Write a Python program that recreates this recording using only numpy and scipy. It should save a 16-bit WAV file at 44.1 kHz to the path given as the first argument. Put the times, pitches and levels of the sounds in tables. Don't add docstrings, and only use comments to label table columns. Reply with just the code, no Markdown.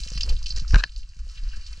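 import sys
import numpy as np
from scipy import signal
from scipy.fft import rfft, irfft
from scipy.io import wavfile
from scipy.ndimage import uniform_filter1d

SR = 44100
rng = np.random.default_rng(int(sys.argv[2]) if len(sys.argv) > 2 else 0)


def log_audio(samples):
    frames = np.atleast_2d(samples).T
    limited = np.clip(frames, -1, 1)
    pcm = np.round(limited * 32767).astype(np.int16)
    wavfile.write(sys.argv[1], SR, pcm)


N = 79380
PAD = 8192

# (time [s], level [dB])
RUMBLE_LEVEL = [
    [(0.0, -30), (0.028, -28), (0.05, -36), (0.1, -31.5), (0.2, -25), (0.218, -22), (0.25, -21),
     (0.282, -18.5), (0.354, -15), (0.4, -28), (0.57, -17), (0.618, -27.5), (0.694, -21.5), (0.72, -19)],
    [(0.84, -40.5), (0.868, -35), (0.908, -36), (0.98, -31.5), (1.004, -34.5), (1.118, -33.5), (1.142, -48),
     (1.21, -26.5), (1.342, -40), (1.4, -29), (1.618, -28.5), (1.638, -40), (1.668, -33), (1.8, -27)],
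]
# (frequency [Hz], relative level [dB])
RUMBLE_COLOUR = [(8.8, 4.5), (15, 1), (32, 6), (48, 3), (61, -6), (71, -14.5), (107, -25), (269, -50),
                 (400, -57), (520, -86), (880, -120)]
# (time [s], level [dB], time to the crest of the push [s], ring relative to low tone [dB])
FINGER_TAPS = [(0.001, -39, 0.0023, -34), (0.063, -34.5, 0.0016, -12.5), (0.116, -31, 0.0025, -13.5),
               (0.155, -29.5, 0.0035, -43), (0.177, -36, 0.0012, -36), (0.503, -44, 0.0027, -28),
               (0.526, -54, 0.0048, -12), (0.618, -30, 0.0038, -34), (0.738, -18, 0.0017, -31),
               (0.761, -18.5, 0.0015, -21), (1.165, -43, 0.0037, -27), (1.268, -49, 0.00092, -3.5),
               (1.363, -48.5, 0.0068, -25), (1.432, -43.5, 0.0028, -45), (1.572, -42, 0.0024, -16.5),
               (1.598, -57, 0.0024, -7), (1.777, -46.5, 0.0022, -12.5)]
# (time [s], small bright drops [dB], lower trickle [dB])
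PATTER_LEVELS = [(0.0, -46.5, -63), (0.15, -53, -55), (0.27, -53.5, -62.5), (0.536, -57.5, -61),
                 (0.656, -61.5, -57), (0.71, -52.5, -58), (0.776, -49, -91), (0.846, -60.5, -67),
                 (1.046, -67.5, -69.5), (1.228, -63.5, -66.5), (1.474, -60.5, -59.5), (1.8, -57.5, -61.5)]
# (frequency [Hz], ...)
BRIGHT_PITCHES = (2280, 2930, 3740, 4300, 4800, 5530, 6720, 7790, 8850)
# (frequency [Hz], ...)
TRICKLE_PITCHES = (1117, 1210, 1600, 1850)
# (time [s], level [dB])
RUB_SPELLS = [
    [(0.2, -52), (0.21, -67), (0.232, -43), (0.304, -39.5), (0.324, -37), (0.348, -56), (0.36, -71)],
    [(0.555, -59), (0.575, -35), (0.6, -70)],
    [(0.72, -50), (0.74, -23.5), (0.764, -24), (0.79, -36.5), (0.828, -74), (0.84, -58), (0.86, -35)],
]
# (frequency [Hz], relative level [dB])
RUB_SPECTRUM = [(60, 9), (150, -1.5), (300, -11.5), (500, -11), (700, -16), (1300, -15), (2500, -21.5),
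                (6000, -76)]
# (time [s], mean slip rate [Hz], level [dB])
CREAK_PATH = [(.222, 171.7, -60), (.245, 194, -47), (.265, 326, -53), (.285, 546, -50), (.3, 478, -59),
              (.325, 499, -43.5), (0.346, 495, -65)]
# (frequency [Hz], level before brightness tilt [dB], t60 [s], left minus right [dB])
CASE_MODES = [(600, -23, .014, 7), (950, -18, .01, 6), (1590, 0, .014, 5.5), (1790, -9, .01, 5),
              (2500, -7, .008, 1.5), (2920, -10, .009, .1), (4000, -6, .008, 0.1), (4900, -11, .006, -2.5),
              (5800, -13, .006, 0.1), (7200, -20, .005, 0.1)]
# (time [s], level [dB])
SCRAPE_SPELLS = [
    [(0.55, -74), (0.574, -46), (0.6, -64)],
    [(0.765, -39), (0.767, -60), (0.775, -40), (0.789, -32), (0.803, -33.5), (0.827, -67), (0.837, -45),
     (0.843, -35.5), (0.851, -55), (0.88, -66)],
]
# (time [s], level [dB], brightness [dB per octave], contact time constant [s],
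# mean pitch [share of the free shell])
STONE_KNOCKS = [(.7438, -8.5, -1, .0011, 1.0), (.7575, -14, 5, .001, .98), (.8379, -9.5, -1, .0006, 1.07),
                (.7495, -25, 3, .001, 1.05), (.8085, -27, -1.5, .001, .98), (.822, -36, -3, .001, 1.01),
                (.828, -35, -1.5, .001, 1.05), (.8348, -26, 0, .001, 1.05)]
# (time [s], relative level [dB], splash centre [Hz], width of each filter pass [share of centre],
# spatter gain [dB], spatter t60 [s])
CLOSE_DROPS = [(0.0352, -22, 4500, 0.69, -20, 0.045), (0.0524, -60, 4820, 1, -23, 0.11),
               (0.0737, -34, 4970, 1, 4, 0.033), (0.0864, -30.5, 5400, 0.25, -5, 0.049),
               (0.102, -22.5, 6300, 0.52, -31, 0.066), (0.1183, -27, 5300, 0.28, -15, 0.042),
               (0.1346, -28, 5100, 0.42, -0.5, 0.05), (0.1501, -29.5, 4430, 0.62, -2.5, 0.12),
               (0.175, -22.5, 4950, 0.29, -4, 0.072), (0.2078, -12.5, 4270, 1, -8.5, 0.12),
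               (0.2315, -12, 5040, 0.24, -14.5, 0.064), (0.252, -36, 4490, 0.45, -4, 0.066),
               (0.2929, -16.5, 4180, 1, -12, 0.11), (0.2925, -27, 10600, 0.47, -6, 0.12),
               (0.3248, -32.5, 4800, 0.49, -5, 0.081), (0.3652, -32, 3600, 0.41, -6.5, 0.065),
               (0.39, -31.5, 5370, 0.34, -15, 0.057), (0.4254, -41, 4940, 0.6, -14, 0.079),
               (0.4394, -32.5, 4730, 0.29, -1, 0.03), (0.46, -22.5, 4300, 0.98, -0.5, 0.13),
               (0.4816, -28.5, 5050, 0.82, -9, 0.08), (0.4917, -26.5, 6650, 0.52, -6, 0.07),
               (0.5036, -19, 4500, 0.32, -8, 0.14), (0.523, -27, 4530, 1, -35, 0.1),
               (0.561, -23, 5200, 0.81, -7, 0.21), (0.5826, -21.5, 4800, 1, -29, 0.16),
               (0.5956, -28.5, 4800, 0.94, -2.5, 0.11), (0.6785, -28.5, 5320, 0.48, -6.5, 0.2),
               (0.7068, -23.5, 5460, 0.24, -7, 0.17), (0.7312, -50.5, 2660, 0.7, 6, 0.48),
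               (0.8432, -30, 4530, 0.236, -6.5, 0.072), (0.863, -36, 4300, 0.29, -8.5, 0.11),
               (0.9181, -55, 4740, 0.76, 9.5, 0.2), (0.9618, -30, 4600, 0.85, -11.5, 0.2),
               (0.9763, -36, 7730, 0.66, -3.5, 0.11), (0.9933, -44.5, 4870, 0.72, -0.5, 0.23),
               (1.03, -36.5, 3140, 0.66, -13, 0.097), (1.0893, -42, 5070, 1, -3, 0.13),
               (1.1447, -44, 6500, 0.65, -16, 0.11), (1.167, -44, 6020, 0.73, -9, 0.13),
               (1.19, -39.5, 6540, 0.95, -16, 0.087), (1.289, -45, 5130, 1, 0, 0.91),
               (1.313, -42, 8470, 1, -2, 0.24), (1.374, -38, 3000, 0.98, 0, 0.12),
               (1.4356, -35.5, 4300, 0.2, -7.5, 0.08), (1.4864, -37, 4900, 0.37, -5.5, 0.43),
               (1.5609, -37.5, 5570, 1, 0.5, 0.11), (1.6122, -37, 4700, 0.69, -9.5, 0.27),
               (1.6433, -49, 4470, 0.32, 0, 0.23), (1.664, -30.5, 4760, 0.91, -7, 0.15)]
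TRICKLE_GURGLES = [(0.08, -41.5, 2380, 0.79, 7, 0.052), (0.1739, -33.5, 2370, 0.72, 5.5, 0.064),
                   (0.268, -56, 960, 0.13, -4, 0.14), (0.309, -41, 2830, 0.3, -2, 0.073),
                   (0.4603, -24.5, 2880, 0.18, -10.5, 0.044), (0.415, -33, 1067, 0.34, 0.5, 0.033),
                   (0.574, -26.5, 1950, 0.39, -5.5, 0.026), (0.646, -31, 1205, 0.25, -2, 0.024),
                   (1.292, -50, 1300, 0.09, 2.5, 0.26), (1.3551, -47.5, 2800, 1, 6.5, 0.15),
                   (1.4906, -50, 3020, 0.24, 0, 0.07), (1.5116, -48, 2800, 0.3, 3.5, 0.37),
                   (1.5302, -37.5, 1600, 0.29, -1.5, 0.24), (1.5688, -46.5, 1530, 0.46, 5, 0.14),
                   (1.613, -50, 2730, 0.3, -1, 0.091), (1.676, -53.5, 2750, 0.36, 6, 0.089),
                   (1.723, -33, 1410, 1, -6, 0.044)]
# (frequency [Hz], relative gain [dB])
CASE_COLOUR = [(180, -36.5), (300, -9), (700, -11), (850, -15.5), (1240, -10), (1570, -9), (2110, -9.5),
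               (2730, -0.5), (3580, -8.5), (4440, -0.3), (5500, -4), (7500, -9.5), (8200, -15),
               (10000, -21), (12500, -26), (16000, -70)]
# (frequency [Hz], left minus right [dB])
PORT_LEVEL = [(60, 5), (100, -11), (170, -11), (300, -2), (500, -0.5), (860, -1), (1460, -0.5), (2480, 6),
              (4220, -3.5), (7190, 0.5)]
# (frequency [Hz], lead of the left [radians])
PORT_PHASE = [(0, 5), (340, 1), (780, 1.1), (1290, 1.29), (1890, -1.47), (2410, -1.1), (2760, -1.54),
              (3190, 1.3), (3450, -3), (3700, 0.35), (4130, 1.21), (5000, -0.0), (7320, 0.07)]
# (frequency [Hz], gain [dB])
UNSHARED = [(200, 25), (700, -42), (1500, -27), (3000, -11.5), (5000, -22), (9000, -9.5), (14000, -2)]


def undb(db):
    return 10 ** (np.asarray(db) / 20)


def unit(x):
    return x / np.sqrt(np.mean(x ** 2))


def over_time(rows):
    seconds, db = np.array(rows).T
    return undb(np.interp(np.arange(N) / SR, seconds, db))


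def spells(tables):
    t = np.arange(N) / SR
    gain = sum(over_time(rows) * (t > rows[0][0]) * (t < rows[-1][0]) for rows in tables)
    return uniform_filter1d(gain, size=200)


def over_hz(rows):
    hz, value = np.array(rows, float).T
    bins = np.fft.rfftfreq(N + PAD, 1 / SR)
    return np.interp(np.log(bins + 1), np.log(hz + 1), value)


def colour(x, rows):
    return irfft(rfft(x, N + PAD) * undb(over_hz(rows)))[..., :N]


def fall(t, t60):
    return np.exp(-np.log(1000) * t / max(t60, 1e-3))


def band(x, hz, width):
    b, a = signal.iirpeak(min(hz, 15000), hz / width, SR)
    return signal.lfilter(b, a, x)


def butter(x, order, hz, kind="low"):
    return signal.sosfilt(signal.butter(order, hz, kind, fs=SR, output="sos"), x)


def add(out, x, start):
    i = int(start * SR)
    out[..., i:i + x.shape[-1]] += x[..., :N - i]


def grains(per_s, scatter_db, t60):
    impacts = rng.random(N) < per_s / SR
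    hits = impacts * undb(2 * scatter_db * rng.exponential(size=N))
    power = signal.lfilter([1], [1, -fall(2 / SR, t60)], hits)
    return unit(np.sqrt(power) * rng.standard_normal((2, N)))


def rumble():
    noise = unit(colour(rng.standard_normal(N), RUMBLE_COLOUR))
    return noise * over_time(RUMBLE_LEVEL[0] + RUMBLE_LEVEL[1])


def thump():
    start_hz, settled_hz, sag_s = 79., 35.3, 0.0084
    rise_s, hold_s, t60_s = 0.0023, 0.028, 0.15
    out, t = np.zeros(N), np.arange(SR // 4) / SR
    turns = settled_hz * t + (start_hz - settled_hz) * sag_s * (1 - np.exp(-t / sag_s))
    envelope = (1 - np.exp(-t / rise_s)) ** 2 * fall(np.maximum(t - hold_s, 0), t60_s)
    swing = envelope * np.sin(2 * np.pi * turns)
    add(out, undb(-5) * swing / np.abs(swing).max(), .734)
    return out


def taps():
    tap_hz, ring_hz = 122, 495
    out, t = np.zeros(N), np.arange(SR // 4) / SR
    for s, db, crest_s, ring_db in FINGER_TAPS:
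        push = t / crest_s * np.exp(1 - t / crest_s)
        tone = np.sin(2 * np.pi * tap_hz * t) + undb(ring_db) * np.sin(2 * np.pi * ring_hz * t)
        add(out, undb(db) * push * tone, s)
    return out


def plinks(pitches):
    per_s, scatter_db, t60_s, hiss_db = 200., 3.5, 0.023, -3.5
    width = 0.3
    out = 0
    for hz in pitches:
        impacts = grains(per_s, scatter_db, t60_s)
        hiss = undb(hiss_db) * rng.standard_normal((2, N))
        out = out + band(impacts + hiss, hz, width * hz)
    return unit(out)


def patter():
    rows = np.array(PATTER_LEVELS)
    bright = plinks(BRIGHT_PITCHES) * over_time(rows[:, :2])
    trickle = plinks(TRICKLE_PITCHES) * over_time(rows[:, ::2])
    return bright + trickle


def rub():
    mid, side = colour(grains(400., 3.6, 0.033), RUB_SPECTRUM)
    side = butter(side, 2, 400, "high")
    return unit(mid + undb(-3.5) * side * np.array([[1], [-1]])) * spells(RUB_SPELLS)


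def creak():
    wobble, rough_db, pan_db = 0.072, 2.5, 0.5
    rows = np.array(CREAK_PATH)
    shake = unit(uniform_filter1d(rng.standard_normal((2, N)), size=250))
    mean_hz = np.interp(np.arange(N) / SR, rows[:, 0], rows[:, 1])
    phase = 2 * np.pi * np.cumsum(mean_hz * (1 + wobble * shake[0])) / SR
    tone = (np.sin(phase) + undb(-20) * np.sin(2 * phase)) * undb(rough_db * shake[1])
    pan = undb(np.array([[pan_db], [-pan_db]]) / 2)
    return tone * spells([rows[:, ::2]]) * pan


def shell(force, pitch, bright_db):
    out = 0
    force = butter(force, 4, 7700)
    for k, ((hz, db, t60, pan_db), share) in enumerate(zip(CASE_MODES, pitch)):
        w = 2 * np.pi * hz * share / SR
        r = fall(1 / SR, t60)
        ring = signal.lfilter([0, np.sin(w)], [1, -2 * r * np.cos(w), r * r], force)
        tilt_db = bright_db * np.log2(hz / 1600)
        gain = undb(db + tilt_db + np.array([[pan_db], [-pan_db]]) / 2)
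        out = out + (-1) ** k * ring * gain
    return out


def scrape():
    ticks = grains(2500, 0.67, 0.0035)
    mid, side = (unit(shell(x, np.ones(len(CASE_MODES)), 1.9)) for x in ticks)
    return (mid + undb(-5.0) * side * np.array([[1], [-1]])) * spells(SCRAPE_SPELLS)


def knocks():
    grit_db, mode_jitter = -23, .01
    crack_db, crack_t60_s, crack_top_hz = -10, 0.0083, 4760
    out, t = np.zeros((2, N)), np.arange(SR // 10) / SR
    for s, db, bright_db, contact, pitch in STONE_KNOCKS:
        grit, crack = rng.standard_normal((2, len(t)))
        onset = 1 - np.exp(-t / contact)
        force = (t == 0) + undb(grit_db) * grit * np.exp(-t / contact)
        mode_pitch = pitch + mode_jitter * rng.standard_normal(len(CASE_MODES))
        ring = shell(force, mode_pitch, bright_db) * onset
        ring = ring / np.abs(ring.mean(axis=0)).max()
        crack = unit(np.diff(butter(crack, 5, crack_top_hz), prepend=0))
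        crack = undb(crack_db + bright_db) * crack * fall(t, crack_t60_s) * onset
        add(out, undb(db) * (ring + crack), s)
    return out


def drops():
    splat_t60_s, attack_s, broad_db = 0.02, .0003, -12
    ping_db, ping_width = -3, 0.21
    out, t = np.zeros((2, N)), np.arange(SR // 4) / SR
    spray = grains(910, 1.8, 0.024)
    for s, db, hz, width, spatter_db, t60 in CLOSE_DROPS + TRICKLE_GURGLES:
        i = rng.integers(N - len(t))
        splat = rng.standard_normal((2, len(t))) * fall(t, splat_t60_s)
        spatter = undb(spatter_db) * spray[:, i:i + len(t)] * fall(t, t60)
        burst = (1 - np.exp(-t / attack_s)) * (splat + spatter)
        wide = np.clip(width, .05, 2) * hz
        tone = band(band(burst, hz, wide), hz, wide) * np.sqrt(SR / 2 / wide)
        ping = undb(ping_db) * np.sin(2 * np.pi * hz * t) * np.exp(-np.pi * ping_width * hz * t)
        ping = ping * np.array([[1], [.5]])
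        add(out, undb(db) * (ping + tone + undb(broad_db) * burst) / 4, s)
    return out


def ports(pair):
    case = undb(over_hz(CASE_COLOUR))
    shared, own = rfft(pair, N + PAD) * case / np.sqrt(np.mean(case ** 2))
    own = own * undb(over_hz(UNSHARED))
    half = undb(over_hz(PORT_LEVEL) / 2) * np.exp(.5j * over_hz(PORT_PHASE))
    return irfft(np.array([(shared + own) * half, (shared - own) / half]))[:, :N]


def scene():
    handling = rumble() + thump() + taps()
    water = ports(patter() + drops())
    return handling + water + rub() + creak() + scrape() + knocks()


def record(dry):
    top_hz, fade_s = 15900, .006
    remaining = np.arange(N)[::-1] / SR
    fade = np.sin(np.pi / 2 * np.minimum(remaining / fade_s, 1))
    return fade * signal.sosfilt(signal.ellip(8, .2, 70, top_hz, fs=SR, output="sos"), dry)


dry = scene()
out = record(dry)
log_audio(out)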